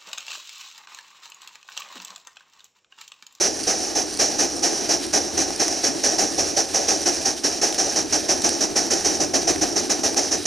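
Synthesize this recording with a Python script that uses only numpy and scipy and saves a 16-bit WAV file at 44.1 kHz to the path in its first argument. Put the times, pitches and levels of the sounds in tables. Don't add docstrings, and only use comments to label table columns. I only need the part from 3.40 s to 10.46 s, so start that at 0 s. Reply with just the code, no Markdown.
import sys
import numpy as np
from scipy.fft import rfft, irfft, next_fast_len
from scipy.io import wavfile
from scipy.ndimage import uniform_filter1d, minimum_filter1d, map_coordinates

SR = 44100
rng = np.random.default_rng(int(sys.argv[2]) if len(sys.argv) > 2 else 0)


def digitize_waveform(pressure):
    field = np.atleast_2d(pressure).T
    bounded = np.clip(field, -1, 1)
    quanta = np.round(bounded * 32767).astype(np.int16)
    wavfile.write(sys.argv[1], SR, quanta)


N = 311346

# start in seconds, level offset in dB, extra trailing steam in dB.
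BEATS = [(0.001, 0, -3), (0.266, -0.5, -1), (0.547, -1, -2), (0.788, 1.5, 2), (0.982, 0, -3),
         (1.222, -0.1, 0), (1.484, 0.5, -7), (1.726, 0.5, -3.5), (1.969, -2, -1.5), (2.192, 0, 0),
         (2.431, 0, 3), (2.632, 0, 4.5), (2.778, 0.5, 0), (2.974, -1, 0), (3.162, 1.5, 1.5),
         (3.337, -1.5, 4), (3.477, 0.5, 2), (3.653, 0.5, 0.5), (3.847, -0.5, -5), (4.034, -1, -0.5),
         (4.212, 0, 1.5), (4.377, -1, 2), (4.554, -0.5, -0.5), (4.721, .3, -2), (4.881, 0, 1.5),
         (5.037, 0.5, 1), (5.202, 0, 1), (5.355, 0.2, 2), (5.501, -.5, 3.5), (5.642, -0.5, 2),
         (5.798, 0, -1), (5.933, 0, 0), (6.07, 1.5, -1.5), (6.208, -0.5, -1.5), (6.356, -0.5, 3),
         (6.492, -0.5, -1), (6.631, -.5, 1), (6.761, 0.5, 1), (6.909, -0.5, -11), (7.052, 6.5, 0)]
# base blast length in seconds, then base levels in dB of
TURN = [(.051, -18.5, -27.5, -24.5, -29.5), (0.04, -19.8, -28.5, -25.5, -27),
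        (0.052, -19.5, -29.5, -26, -35.5), (.045, -18.5, -27.5, -25, -28)]


def exhaust(sputter_db, flutter_db, surge_db):
    # frequency in Hz, relative level in dB.
    jet = [(300, -8.5), (900, -6.5), (1200, 0.5), (1400, -2), (1600, 3), (1900, 2.5), (2200, -2.5),
           (2480, 0.5), (2850, -2), (4500, -8), (7500, -4), (10300, -5), (12000, -16), (15000, -20.5)]
    smokebox = [(70, -37), (170, -15.5), (280, 0.5), (430, 0.5), (520, -2), (600, 0.5), (810, .5),
                (900, -10.5), (1020, -21), (2000, -60)]
    offset_db, linger_db = beats()[2:]
    hiss_db, rush_db, bark_db, base_trail_db = figure()[1:]
    trail_db = base_trail_db + linger_db
    sputter = unit(amp(sputter_db * wobble(600) + flutter_db * wobble(130) + surge_db * wobble(45)))
    hiss = flow(hiss_db + offset_db, trail_db, opening=0.01, stretch=0.93, steepness=6.2, closing=0.11)
    rush = flow(rush_db + offset_db, trail_db - 10, opening=0.0098, stretch=1, steepness=8.6, closing=0.1)
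    bark = flow(bark_db + offset_db, trail_db - 5.5,
                opening=0.01, stretch=0.98, steepness=4.7, closing=0.069)
    steam = sputter * (hiss * blast_pipe() + rush * turbulence(jet))
    body = bark * turbulence(smokebox) * unit(amp(0.71 * wobble(90)))
    return steam + body


def blast_pipe():
    # frequency in Hz, relative level in dB.
    nozzle = [(2500, -58), (3550, -30), (3880, -16.5), (4700, -10), (5050, -9.5), (5450, -0.5), (5680, -1),
              (5950, 1), (6300, -4), (6700, -7.5), (7500, -19), (9000, -40), (12000, -55)]
    # centre in Hz, width in Hz, relative level in dB.
    resonances = [(5520, 90, -5.5), (5923, 170, 0)]

    def modes(hz):
        return sum(amp(db) * 1j * hz * width / (centre ** 2 - hz ** 2 + 1j * hz * width)
                   for centre, width, db in resonances)

    ring = unit(filtered(turbulence(nozzle), modes))
    return unit(turbulence(nozzle) + amp(-7.0) * ring)


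def flow(blast_db, trail_db, opening, stretch, steepness, closing):
    usual_gap_s = 0.17
    overlap_s = 0.018
    t, power = np.arange(N) / SR, np.zeros(N)
    starts, gaps = beats()[:2]
    for start, gap, length, blast, trail in zip(starts, gaps, figure()[0], blast_db, trail_db):
        near = slice(*np.searchsorted(t, [start, start + 2 * gap]))
        age = t[near] - start
        slowness = gap / usual_gap_s
        valve = np.clip(age / (opening * slowness ** 0.49), 0, 1)
        blast_s = stretch * length * slowness ** 0.7
        blowdown = amp(blast) ** 2 / (1 + (age / blast_s) ** steepness)
        stroke = amp(trail) ** 2 * np.clip((gap + overlap_s - age) / closing, 0, 1)
        power[near] += valve ** 2 * (blowdown + stroke)
    return np.sqrt(power)


def beats():
    starts, offset_db, linger_db = np.transpose(BEATS)
    gaps = np.diff(starts)
    return starts, np.append(gaps, gaps[-1]), offset_db, linger_db


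def figure():
    return np.array(TURN)[np.arange(len(BEATS)) % len(TURN)].T


def gland(crackle_db, sweep_s, comb):
    # middle and half length as shares of
    # the beat, relative level in dB, fade in dB per second.
    strokes = [(0.81, 0.22, 0, 0), (.55, .15, 1.2, 0.42), (0.81, 0.27, 2, 2.1)]
    # time in seconds, base level in dB.
    swell = [(0, -32), (.7, -32), (1.2, -35), (2.2, -41), (2.7, -36), (3.6, -32.5), (4.4, -39), (5.5, -37),
             (7.06, -41)]
    # frequency in Hz, relative level in dB.
    sizzle = [(1500, -5.5), (3500, -8), (5500, 11), (7500, -1.5), (9500, 5.5), (10600, -9), (12000, -12),
              (15000, -22)]
    t, spurts = np.arange(N) / SR, np.zeros(N)
    beat = curve(np.column_stack([beats()[0], np.arange(len(BEATS))]))
    for quarter, (middle, half, db, fade) in enumerate(strokes):
        beats_away = (beat - quarter - middle + 2) % len(TURN) - 2
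        spurts += amp(db - fade * t) / (1 + (beats_away / half) ** 4)
    jet = turbulence(sizzle)
    rod_delay = np.column_stack([t, 0.000687 + sweep_s * wobble(11)])
    crackle = unit(amp(crackle_db * wobble(500)))
    swept_jet = unit(jet + comb * echo(jet, rod_delay))
    return amp(curve(swell)) * spurts * crackle * swept_jet


def spits(knock_db, decay_s, faint_db, count):
    # start in seconds, crack level in dB, knock in dB above the crack
    # before knock_db is added.
    loud = [(1.3319, -20, -1), (2.1056, -22.5, 4.5), (2.281, -12, -3), (3.6174, -20, -13), (4.326, -19, -9),
            (4.345, -17, -5), (5.0205, -19, -6), (5.092, -13, -11), (5.468, -22, -10), (5.6092, -23, -7),
            (6.1604, -23, 5), (6.7451, -19, -5)]
    # frequency in Hz, relative level in dB.
    crack_colour = [(2000, -12), (5000, 0), (7000, -1), (10500, -5), (12000, -17), (15000, -22)]
    knock_colour = [(200, -22), (700, 13), (2000, 1), (4500, -9), (8000, -18)]
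    when, softness, dryness = rng.random((count, 3)).T
    faint = np.column_stack([when * N / SR, faint_db - 10 * softness, -10 * dryness])
    t = np.arange(SR // 100) / SR
    cracks, knocks = np.zeros((2, N + SR))
    for start, db, mid_db in np.vstack([loud, faint]):
        burst = amp(db - 60 * t / decay_s)
        cracks[round(start * SR):][:len(t)] += burst
        knocks[round(start * SR):][:len(t)] += burst * amp(mid_db + knock_db)
    return cracks[:N] * turbulence(crack_colour) + knocks[:N] * turbulence(knock_colour)


def fire(gain_db, draught_db, flicker_db):
    # time in seconds, base level in dB.
    swell = [(0, -35.5), (1.1, -31.5), (2.8, -31.5), (3.5, -34.5), (4.3, -34), (5.3, -30), (6.2, -29),
             (7.06, -32.5)]
    # frequency in Hz, relative level in dB.
    firebox = [(60, -25.5), (150, -18.5), (210, -12), (270, -1.5), (325, 2), (375, -1.5), (430, -5),
               (520, -14), (760, -12.5), (950, -20.5), (1800, -27), (4000, -46)]
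    even_db = np.zeros(len(BEATS))
    draught = flow(even_db, even_db - 6, opening=0.013, stretch=1.45, steepness=10.0, closing=0.099)
    breathing = unit(amp(draught_db * draught + flicker_db * wobble(40)))
    return amp(curve(swell) + gain_db) * breathing * turbulence(firebox)


def leak(level_db, flutter_db):
    # frequency in Hz, relative level in dB.
    steam = [(500, -5.5), (1200, -5), (1700, 3.5), (2200, -1.5), (2500, 2), (3450, 0.5), (3900, 4.5),
             (4800, 6), (5700, 9.5), (7200, -1.5), (8500, -1), (9900, -1), (11200, -7), (12600, -12.5),
             (15000, -17)]
    return amp(level_db + flutter_db * wobble(45)) * turbulence(steam)


def wheels(uneven_db):
    # time in seconds, level in dB.
    swell = [(0, -48), (1.7, -49.5), (2.7, -46), (4.3, -48.5), (5.3, -45.5), (7.06, -45.5)]
    # frequency in Hz, relative level in dB.
    rumble = [(15, -17), (35, -21), (60, -5), (90, 1), (118, -10.5), (200, -4.5), (500, -27), (1500, -60)]
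    return amp(curve(swell) + uneven_db * wobble(9)) * turbulence(rumble)


def garden(x, boiler_db, bed_db, fence_db):
    # time in seconds, delay in seconds.
    boiler = [(0, .00128), (3.3, .00125), (7.06, .00132)]
    bed = [(0, .00173), (4, .00164), (7.06, .00153)]
    fence = [(0, .01), (2, .00922), (4, .00862), (7.06, .00836)]
    # frequency in Hz, gain in dB.
    colour = [(500, -6.5), (1500, -11.0), (6000, 0.5), (12000, -18)]
    reflected = filtered(x, lambda hz: amp(along(colour, hz)))
    paths = [(boiler, boiler_db), (bed, bed_db), (fence, fence_db)]
    return x + sum(amp(db) * echo(reflected, delays) for delays, db in paths)


def echo(x, delays):
    late = np.arange(N) - curve(delays) * SR
    return np.array([map_coordinates(channel, [late]) for channel in x])


def turbulence(spectrum):
    # frequency in Hz, correlation.
    likeness = [(100, .96), (600, .98), (1300, .88), (3000, .94), (6000, .985), (9000, .94), (10800, .78),
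                (14500, .88)]

    def colour(hz):
        spread = np.arccos(np.clip(along(likeness, hz), -1, 1)) / 2
        return amp(along(spectrum, hz)) * [np.cos(spread), np.sin(spread)]

    mid, side = filtered(rng.standard_normal((2, N)), colour)
    return unit(np.array([mid + side, mid - side]))


def amp(db):
    return 10 ** (np.asarray(db) / 20)


def unit(x):
    return x / np.sqrt(np.mean(x ** 2) + 1e-20)


def along(points, hz):
    knots_hz, values = np.transpose(points)
    return np.interp(np.log(hz + 1), np.log(knots_hz + 1), values)


def curve(rows):
    return np.interp(np.arange(N) / SR, *np.transpose(rows))


def wobble(rate):
    return map_coordinates(rng.standard_normal(int(N * rate / SR) + 4), [np.arange(N) * rate / SR])


def filtered(x, response):
    size = next_fast_len(N + SR // 2)
    return irfft(rfft(x, size) * response(np.fft.rfftfreq(size, 1 / SR)), size)[..., :N]


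def limiter(x, ceiling_db, hold_s):
    needed = np.minimum(1, amp(ceiling_db) / (np.abs(x).max(axis=0) + 1e-9))
    span = max(2, int(hold_s * SR))
    return x * uniform_filter1d(minimum_filter1d(needed, span), span)


def scene():
    stack = exhaust(sputter_db=0.84, flutter_db=0.28, surge_db=0.58)
    stack += leak(level_db=-36.0, flutter_db=2.5)
    steam = garden(stack, boiler_db=-18.5, bed_db=-20.5, fence_db=-13.5)
    steam += gland(crackle_db=6.0, sweep_s=0.00003, comb=0.49)
    water = spits(knock_db=-1.5, decay_s=0.0082, faint_db=-27, count=40)
    rumble = wheels(uneven_db=2.5)
    roar = fire(gain_db=0.5, draught_db=5, flicker_db=1.0)
    return steam + water + roar + rumble


def record(dry):
    # frequency in Hz, lead of the left in radians.
    phase = [(30, .4), (90, .65), (200, 1.05), (700, 1.03), (1200, .47), (2000, .15), (6000, .1),
             (10200, 0), (11200, -1), (12000, -2.4), (12800, -2.7), (13400, -1.4), (14200, -.2)]
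    # frequency in Hz, left over right in dB.
    balance = [(90, -.5), (330, 0.1), (500, -1.5), (770, 2.5), (1700, -0.5), (4200, -3), (6400, -2.5),
               (9800, -0.3)]
    top_hz = 15050

    def ports(hz):
        left = amp(along(balance, hz) / 2) * np.exp(0.5j * along(phase, hz))
        return np.array([left, 1 / left])

    limited = limiter(filtered(dry, ports), ceiling_db=-5.5, hold_s=0.0035)
    return filtered(limited, lambda hz: hz < top_hz)


dry = scene()
out = record(dry)
digitize_waveform(out)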